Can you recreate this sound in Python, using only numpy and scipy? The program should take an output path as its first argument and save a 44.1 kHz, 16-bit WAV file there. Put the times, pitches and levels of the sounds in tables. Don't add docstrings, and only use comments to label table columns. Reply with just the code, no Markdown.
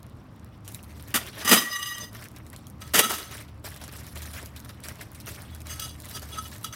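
import sys
import numpy as np
from scipy import signal
from scipy.fft import rfft, irfft, next_fast_len
from scipy.io import wavfile
from scipy.ndimage import uniform_filter1d, map_coordinates

SR = 44100
rng = np.random.default_rng(int(sys.argv[2]) if len(sys.argv) > 2 else 0)


def waveform_to_disk(signal):
    frames = np.transpose(np.atleast_2d(signal))
    scaled = np.clip(frames, -1, 1) * 32767
    samples = np.round(scaled).astype(np.int16)
    wavfile.write(sys.argv[1], SR, samples)


N = 297675

# (frequency [Hz], relative level [dB per Hz])
TRAFFIC_SPECTRUM = [(12, -72), (20, -48), (43, -6), (65, -6), (113, 4.5), (150, -5.5), (228, -7.5),
                    (310, -12.5), (410, -20.5), (542, -20), (624, -20.5), (678, -22), (1190, -22),
                    (1660, -32), (16000, -62)]
# (time [s], level [dB])
HUM_LEVELS = [(0, -49), (.4, -56.5), (1.0, -44), (1.9, -58.5), (3.0, -47.5), (3.4, -47.5), (4.2, -42),
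              (5.0, -50), (6.0, -40.5), (6.75, -52)]
# (multiple of the fundamental [1], level [dB])
HUM_OVERTONES = [(3, -62), (4, -61)]
# (start [s], length [s], rustle [dB], change by the end [dB],
# low part above rustle [dB])
SLIDES = [(0.654, .12, -59, -0.5, -3.5), (.79, .34, -72.5, 14, 1.5), (1.172, .13, -54, 3, 7),
          (1.331, .1, -55.5, 11.5, 6), (1.592, .12, -48, 4.5, 6.5), (1.75, .3, -51, -5.5, 4.5),
          (2.131, .13, -58.5, 6.5, 4.5), (2.31, .4, -75, -0.5, 3), (2.811, 0.16, -51.5, -16, 0.5),
          (3.11, .2, -30.5, -24.5, 1.5), (3.314, .1, -52, 2, 3.5), (3.426, 0.065, -68.5, -9, 4),
          (3.651, .12, -44.5, -14, 4), (3.8, .08, -53.5, -3.5, 3.5), (3.919, 0.21, -53, -3, 2),
          (4.155, 0.16, -50, -5.5, 1.5), (4.337, 0.12, -49.5, -4.5, 5.5), (4.49, 0.049, -64, -2, 2),
          (4.558, .1, -61.5, -11, 9.5), (4.688, 0.024, -57, -4.5, 1), (4.73, 0.12, -71, 0, 8),
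          (4.843, .11, -47, -13.5, 4.5), (4.96, .04, -61.5, -4, 8.5), (5.012, .05, -50.5, -13, 5),
          (5.086, .06, -73, 0, -2), (5.15, .11, -61.5, -3, 0), (5.27, .24, -48.5, -13, 2.5),
          (5.531, .1, -70, 7.5, -2), (5.661, .25, -50, -5, 4.5), (5.935, .06, -64.5, -7, 3),
          (5.98, .19, -57.5, 15, -4), (6.22, .19, -54, 0.5, 3.5), (6.416, .2, -47.5, -10.5, -3.5),
          (6.645, .05, -40, -22, -6), (6.738, .03, -47.5, -16.5, 1)]
# (time [s], crack [dB], low part above crack [dB])
SNAPS = [(.6478, -44.5, -15), (0.6781, -29, -7), (0.6893, -38, -10), (0.7462, -23, -27), (0.835, -37, -24),
         (0.906, -46.5, -1), (0.9964, -41.5, 6), (1.0768, -40.5, -27), (1.1065, -52, 6), (1.2659, -33, -17),
         (1.395, -36.5, -21), (1.982, -24.5, -11.5), (2.1485, -37, 2.5), (2.2228, -37.5, -11),
         (2.2565, -40.5, -12), (2.3624, -36, 0.5), (2.4654, -38, -19), (2.5299, -36, -0.5),
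         (2.5626, -31, -25), (2.669, -34.5, -23), (2.8148, -37.5, -10.5), (3.344, -32, -7),
         (3.48, -49, 0.5), (3.642, -36, -16), (3.717, -36, -22), (3.7622, -31, -8), (3.815, -33, 0),
         (3.8387, -31, -6.5), (3.8797, -35, 1.5), (3.927, -36.5, -3), (3.9907, -35, -28),
         (4.0333, -40.5, -23), (4.129, -42.5, -28), (4.158, -37.5, 5.5), (4.1745, -29, -32),
         (4.2198, -29, -8), (4.23, -34, -19), (4.2567, -30, -30), (4.335, -35, -24), (4.35, -36.5, -3),
         (4.4283, -31.5, -21), (4.459, -30, -33), (4.563, -31.5, -6.5), (4.601, -32.5, -17),
         (4.6476, -37, -12), (4.6923, -33.5, -0.5), (4.8377, -31, -9), (4.8852, -22.5, -10),
         (5.013, -28.5, -26), (5.148, -36, -15), (5.2011, -32.5, -14), (5.2692, -31.5, -2),
         (5.2885, -26.5, -20), (5.5486, -32, -11), (5.6045, -36.5, -10), (5.6693, -30, -20),
         (5.7988, -20, -27), (6.0014, -33, -27), (6.0547, -38, -4), (6.1116, -34, -4), (6.195, -29.5, -30),
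         (6.22, -32, -14), (6.5168, -38.5, 1), (6.5524, -44, 5), (6.6124, -41, -10)]
# (frequency [Hz], relative level [dB per Hz])
FILM_HIGH_SPECTRUM = [(1180, -26), (2000, -12), (4120, 0.5), (4450, -6.5), (5350, 0), (11400, 2),
                      (15200, -2), (16000, -5)]
FILM_LOW_SPECTRUM = [(240, -10), (400, 1), (500, -7), (588, 1.5), (773, -5), (1750, -0.5), (4500, -8.5),
                     (5850, -10), (9900, -120)]
# (time [s], clatter [dB], low thud above clatter [dB], higher knock above clatter [dB],
# rise [s], T60 [s])
CRASHES = [(1.1403, -16.5, -8, -24, 0.0036, 0.11), (1.1556, -22.5, -19.5, -22.5, 0.0013, 0.13),
           (1.4462, -26.5, -10.5, -14, 0.0028, 0.22), (1.4755, -14.5, -20.5, -23, 0.0068, 0.062),
           (1.4905, -20, -11.5, -17, 0.0017, 0.25), (1.5115, -3, -9, -8, 0.0065, .12),
           (1.5275, -8.5, -5, -32, .005, 0.28), (1.5625, -14, -5, -23, .002, 0.064),
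           (1.5994, -25, -10.5, -11.5, 0.0026, .2), (2.9352, -16, -15, -12, 0.0053, 0.23),
           (2.9543, -21.5, -22, -25.5, 0.00085, 0.16), (2.974, -17.5, -11, -8.5, 0.0026, 0.18),
           (2.9906, -6.5, -14.5, -9.5, 0.00066, 0.088), (3.004, -36, -20, -21, .002, 0.13),
           (3.0357, -23.5, -4.5, -16.5, .003, 0.38), (3.0933, -20, -23, -20, .004, 0.11),
           (3.135, -26, -23, -15, .004, 0.16), (3.18, -30, -20.5, -6, .004, 0.1)]
# (frequency [Hz], relative level [dB per Hz])
CLATTER_SPECTRUM = [(300, -36.5), (600, -1), (1400, -8), (3000, 1), (4300, -8.5), (6000, -6), (9000, -3.5),
                    (13000, -3.5), (15800, -11)]
# (frequency [Hz], width [Hz], relative level [dB])
THUD_MODES = [(232, 52, 9), (335, 120, -2), (490, 100, -3.5)]
# (frequency [Hz], width [Hz], relative level [dB])
LONG_POLE_MODES = [(1170, 7.1, 1.5), (1230, 10, -11), (1918, 3.2, 4.5), (1938, 8, 0), (2900, 13, 6.5),
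                   (2855, 15, -6), (3110, 13, -15.5), (3150, 16, 1), (3520, 20, -2.5), (3830, 5.1, -7),
                   (3866, 12, -1), (4500, 10, -11.5), (4792, 31, -16.5), (4950, 27, 1.5), (5016, 54, 3.5),
                   (5440, 13, -21), (6070, 21, 2), (6070, 6.1, -4), (6253, 7.3, 4.5), (6400, 25, -14.5),
                   (6550, 8, -7), (7550, 54, -7.5), (8450, 8.3, -3), (8600, 20, -10.5), (9700, 27, -3.5),
                   (10050, 17, -11), (11080, 48, -15), (12050, 23, 0), (13100, 31, -8)]
SHORT_POLE_MODES = [(1298, 15, 5.5), (1932, 64, -11), (2864, 21, -7), (2940, 34, -1.5), (3335, 24, -0.5),
                    (3394, 39, -6), (3850, 37, -5.5), (4767, 44, -1), (5040, 30, -10.5), (5720, 30, -5.5),
                    (6250, 18, 2), (6370, 34, -2.5), (7620, 46, -13.5), (8560, 88, -2.5), (9130, 25, -4.5),
                    (11300, 180, -8), (12150, 60, -13)]
# (time [s], level [dB], upper modes above bending modes [dB])
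LONG_CLINKS = [(1.1428, -38, -8), (1.4755, -28, -3.5), (1.5134, -31, 4), (1.7288, -39.5, 7.5),
               (1.8268, -42.5, 10.5), (1.8582, -44, 6), (1.8881, -45, 7.5)]
SHORT_CLINKS = [(2.818, -45, 3), (2.991, -28.5, 2), (3.105, -32, 5.5), (5.6944, -56, 3),
                (5.795, -41.5, 6.9), (6.3853, -50, 3.8), (6.6437, -31.5, 0.61), (6.7256, -44, 2.4)]
# (time [s], ring [dB], upper modes above bending modes [dB])
ROLL = [(1.38, -64, -1.5), (1.45, -49.5, -6), (1.52, -33.5, 3), (1.58, -22, -5), (1.64, -29.5, -14.5),
        (1.69, -35.5, -13), (1.76, -30.5, -10), (1.81, -37.5, -9), (1.87, -38, -5.5), (1.97, -44.5, -9.5),
        (2.04, -52.5, -3.5), (2.13, -79, 0)]
# (peak time [s], ring [dB], middle modes above lowest [dB],
# high modes above lowest [dB], dying time [s])
JOLTS = [(2.85, -56.5, -4, -4.5, 0.15), (2.994, -27, 4, 1.5, .1), (3.035, -19.5, -3.5, -9.5, .1),
         (3.101, -36.5, 2.5, -1, .25), (5.537, -70.5, 15, 8, .06), (5.706, -52, 6, 7.5, .15),
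         (5.824, -47.5, 9.5, 7, .14), (6.153, -45, 2.5, 3, .07), (6.332, -54, 6, 1.5, .1),
         (6.388, -38.5, -6, -8, .06), (6.458, -50, 3, -8, .05), (6.666, -49.5, 7, -3, .06),
         (6.735, -54.5, 2, 2, .08)]
# (frequency [Hz], T60 [s])
PATIO_T60 = [(300, 0.39), (2000, 0.37), (12000, 0.3)]

TRAFFIC_DB, HUM_HZ = -45.5, 76.3
SLIDE_RISE_S, SLIDE_STOP_S, SLIDE_EDGE_DB = 0.019, 0.036, 31.5
IDLE_DB, IDLE_LOW_DB = -75.5, -66
CREEP_DB, CREEP_LOW_DB = -19, -11
PING_DB = -15
TICK_DB, TICK_SPREAD_DB = 10, 7.5
TICK_TOP_DB, TICK_T60_S = -35.5, 0.0043
JOLT_RISE_S, JOLT_RANGE_DB = .04, 31.5
BENDING_TOP_HZ, MIDDLE_TOP_HZ = 2400, 4200
TOP_HZ = 15850


def amp(db):
    return 10 ** (np.asarray(db) / 20)


def unit(x):
    return x / np.sqrt(np.mean(x ** 2) + 1e-20)


def along(points, hz):
    point_hz, values = np.transpose(points)
    return np.interp(np.log(hz + 1), np.log(point_hz + 1), values)


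def curves(rows):
    time_s, *columns = np.transpose(rows)
    first = max(round(time_s[0] * SR), 0)
    last = min(round(time_s[-1] * SR), N)
    span = np.arange(first, last)
    return span, *[np.interp(span / SR, time_s, column) for column in columns]


def wobble(rate, size=N):
    knots = rng.standard_normal(int(size * rate / SR) + 4)
    return map_coordinates(knots, [np.arange(size) * rate / SR])


def filtered(x, response):
    size = next_fast_len(N + SR // 2)
    spectrum = rfft(x, size) * response(np.fft.rfftfreq(size, 1 / SR))
    return irfft(spectrum, size)[..., :N]


def coloured(x, spectrum):
    def gain(hz):
        return amp(along(spectrum, hz))
    power = np.mean(gain(np.fft.rfftfreq(4096, 1 / SR)) ** 2)
    return filtered(x, gain) / np.sqrt(power)


def resonant(x, modes):
    def response(f):
        total = 0
        for k, (hz, width, db) in enumerate(modes):
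            damping = 1j * f * width
            total = total + (-1) ** k * amp(db) * damping / (hz * hz - f * f + damping)
        return total
    power = np.mean(np.abs(response(np.fft.rfftfreq(16384, 1 / SR))) ** 2)
    return filtered(x, response) / np.sqrt(power)


def grit(density, spread_db, bed):
    sizes = np.minimum(rng.exponential(size=N), 3)
    contacts = (rng.random(N) < density / SR) * amp(spread_db * sizes)
    return unit(rng.standard_normal(N) * (bed + unit(contacts)))


def patchy(x, depth_db):
    z = signal.stft(x, nperseg=256)[2]
    field = uniform_filter1d(rng.standard_normal(z.shape), size=7, axis=0)
    field = uniform_filter1d(field, size=6, axis=1)
    gain_db = depth_db * unit(field) - depth_db ** 2 / 9
    return signal.istft(z * amp(gain_db), nperseg=256)[1][:N]


def traffic():
    time_s, level_db = np.transpose(HUM_LEVELS)
    phase = 2 * np.pi * np.cumsum(HUM_HZ + 1.7 * wobble(7.1)) / SR
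    hum_db = np.interp(np.arange(N) / SR, time_s, level_db) + 3.5 * wobble(12)
    hum = amp(hum_db) * np.sin(phase)
    for multiple, overtone_db in HUM_OVERTONES:
        hum += amp(overtone_db + 1.8 * wobble(2.8)) * np.sin(multiple * phase)
    rumble = coloured(rng.standard_normal(N), TRAFFIC_SPECTRUM)
    return hum + amp(TRAFFIC_DB + 0.71 * wobble(1.1)) * rumble


def slides():
    level = amp([[IDLE_DB], [IDLE_LOW_DB]]) * np.ones(N + SR)
    for start, length, db, change_db, low_db in SLIDES:
        end, end_db = start + length, db + change_db
        span, slide_db = curves([(start - SLIDE_RISE_S, db - SLIDE_EDGE_DB), (start, db),
                                 (end, end_db), (end + SLIDE_STOP_S, end_db - SLIDE_EDGE_DB)])
        level[:, span] += amp([slide_db, slide_db + low_db])
    return level


def ticks(level, count):
    out, t = np.zeros(N + SR), np.arange(SR // 100) / SR
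    for when, size, thin in rng.random((count, 3)):
        at = int(when * N)
        db = 20 * np.log10(level[at]) + TICK_DB - TICK_SPREAD_DB * np.log(size + .02)
        burst = signal.lfilter([1, -thin], [1], rng.standard_normal(len(t)))
        out[at:at + len(t)] += amp(min(db, TICK_TOP_DB) - 60 * t / TICK_T60_S) * burst
    return out[:N]


def sleeves():
    level, low_level = slides()
    small = ticks(level, count=320)
    cracks, pings = np.zeros((2, N + SR)), np.zeros(N + SR)
    t = np.arange(SR // 15) / SR
    pitches_hz = 3000 * np.exp(.7 * np.clip(rng.standard_normal(len(SNAPS)), -2, 2))
    settle = np.exp(-(t / 0.015) ** 2) * (1 - np.exp(-t / 0.0026))
    unfold = 1 - np.exp(-t / np.array([[.0003], [.0015]]))
    for (time_s, db, low_db), hz in zip(SNAPS, pitches_hz):
        start = round(time_s * SR)
        here = slice(start, start + len(t))
        decay = amp([db - 60 * t / 0.0072, db + low_db - 60 * t / 0.011])
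        cracks[:, here] += decay * rng.standard_normal((2, len(t))) * unfold
        pings[here] += amp(db + PING_DB - 60 * t / 0.03) * np.sin(2 * np.pi * hz * t)
        level[here] += amp(db + CREEP_DB) * settle
        low_level[here] += amp(db + low_db + CREEP_LOW_DB) * settle
    surge_db = 2.0 * wobble(40)
    high = level[:N] * amp(surge_db + 1.14 * wobble(80)) * grit(density=1500, spread_db=9.5, bed=2.2)
    low = low_level[:N] * amp(surge_db + 0.4 * wobble(40)) * grit(density=610, spread_db=3.5, bed=1.8)
    high = patchy(high, depth_db=4.0) + cracks[0, :N] + small
    low = patchy(low, depth_db=4) + cracks[1, :N]
    return coloured(high, FILM_HIGH_SPECTRUM) + coloured(low, FILM_LOW_SPECTRUM) + pings[:N]


def crashes():
    drive, t = np.zeros((3, N + SR)), np.arange(SR // 2) / SR
    for time_s, db, thud_db, knock_db, rise_s, t60_s in CRASHES:
        shape = (1 - np.exp(-t / max(rise_s, 1e-4))) * amp(-60 * t / max(t60_s, .01))
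        start = round(time_s * SR)
        drive[:, start:start + len(t)] += amp([[db], [db + thud_db], [db + knock_db]]) * shape
    clatter, thud, knock = drive[:, :N]
    rattle = patchy(grit(density=2500, spread_db=3.0, bed=1.8), depth_db=0.5)
    sharp = clatter * coloured(rattle, CLATTER_SPECTRUM)
    damped = [(hz, width + 110, db) for hz, width, db in sorted(LONG_POLE_MODES + SHORT_POLE_MODES)]
    rung = resonant(clatter * grit(density=1500, spread_db=-8.5, bed=0.58), damped)
    low = resonant(thud * rng.standard_normal(N), THUD_MODES[:1])
    low += resonant(knock * rng.standard_normal(N), THUD_MODES[1:])
    return sharp + amp(-3.5) * rung + low


def wall_modes(count, level_db, width):
    mode_hz = np.sort(rng.uniform(7000, 15600, count))
    return [(hz, width, level_db + rng.normal(0, 3)) for hz in mode_hz]


def jolts():
    tables = []
    for peak_s, db, *colour_db, dying_s in JOLTS:
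        edge_db = db - JOLT_RANGE_DB
        tables.append([(peak_s - JOLT_RISE_S, edge_db, *colour_db), (peak_s, db, *colour_db),
                       (peak_s + dying_s, edge_db, *colour_db)])
    return tables


def poles(modes, tables, clinks, flutter_db, flutter_rate):
    hz, width, db = np.transpose(modes)[..., None]
    upper = hz > BENDING_TOP_HZ
    out, t = np.zeros(N + SR), np.arange(SR // 4) / SR
    for rows in tables:
        span, level_db, *above_db = curves(rows)
        upper_db = np.where(hz > MIDDLE_TOP_HZ, above_db[-1], above_db[0])
        flutter = np.array([wobble(flutter_rate, size=len(span)) for _ in modes])
        flutter *= np.where(upper, 1, .65)
        flutter += 0.36 * wobble(69.8, size=len(span))
        steps = rng.standard_normal(flutter.shape)
        wander = np.cumsum(steps, axis=1) * np.sqrt(2 * np.pi * width / SR)
        start_phase = rng.uniform(0, 2 * np.pi, hz.shape)
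        gain = amp(level_db + upper * upper_db + db + flutter_db * flutter)
        tones = gain * np.sin(2 * np.pi * hz * span / SR + start_phase + wander)
        out[span] += tones.sum(axis=0)
    for time_s, peak_db, bright_db in clinks:
        mode_db = db + bright_db * upper + rng.normal(0, 3, hz.shape)
        decay = np.exp(-np.pi * (width + 20) * t) * (1 - np.exp(-t / 0.0011))
        tones = amp(mode_db) * decay * np.sin(2 * np.pi * hz * t)
        start = round(time_s * SR)
        out[start:start + len(t)] += amp(peak_db) * tones.sum(axis=0)
    return out[:N]


def patio(x):
    hz, t, z = signal.stft(rng.standard_normal(SR // 2), SR, nperseg=256)
    decay = amp(-60 * t / along(PATIO_T60, hz)[:, None])
    tail = signal.istft(z * decay, SR, nperseg=256)[1]
    delayed = np.pad(x, (200, 0))
    return signal.fftconvolve(delayed, tail / np.linalg.norm(tail))[:N]


def scene():
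    near = crashes() + sleeves()
    long_modes = LONG_POLE_MODES + wall_modes(count=40, level_db=-15.5, width=40)
    near += poles(long_modes, [ROLL], LONG_CLINKS, flutter_db=6, flutter_rate=36.5)
    short_modes = SHORT_POLE_MODES + wall_modes(count=14, level_db=-11.5, width=59)
    near += poles(short_modes, jolts(), SHORT_CLINKS, flutter_db=4.5, flutter_rate=44.4)
    return (near + amp(-16.5) * patio(near) + traffic())[None]


def record(dry, knee_db=-30, slope=0.51, lags_s=(0.021, 0.066)):
    power = dry ** 2
    for lag_s in lags_s:
        keep = np.exp(-1 / (lag_s * SR))
        power = signal.lfilter([1 - keep], [1, -keep], power)
    over_db = np.maximum(10 * np.log10(power + 1e-12) - knee_db, 0)
    ducked = dry * amp(-slope * over_db)
    rounded = ducked / (1 + np.abs(ducked / .85) ** 6) ** (1 / 6)
    return filtered(rounded, lambda hz: (hz < TOP_HZ) / (1 + (35 / (hz + 1)) ** 4))


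dry = scene()
out = record(dry)
waveform_to_disk(out)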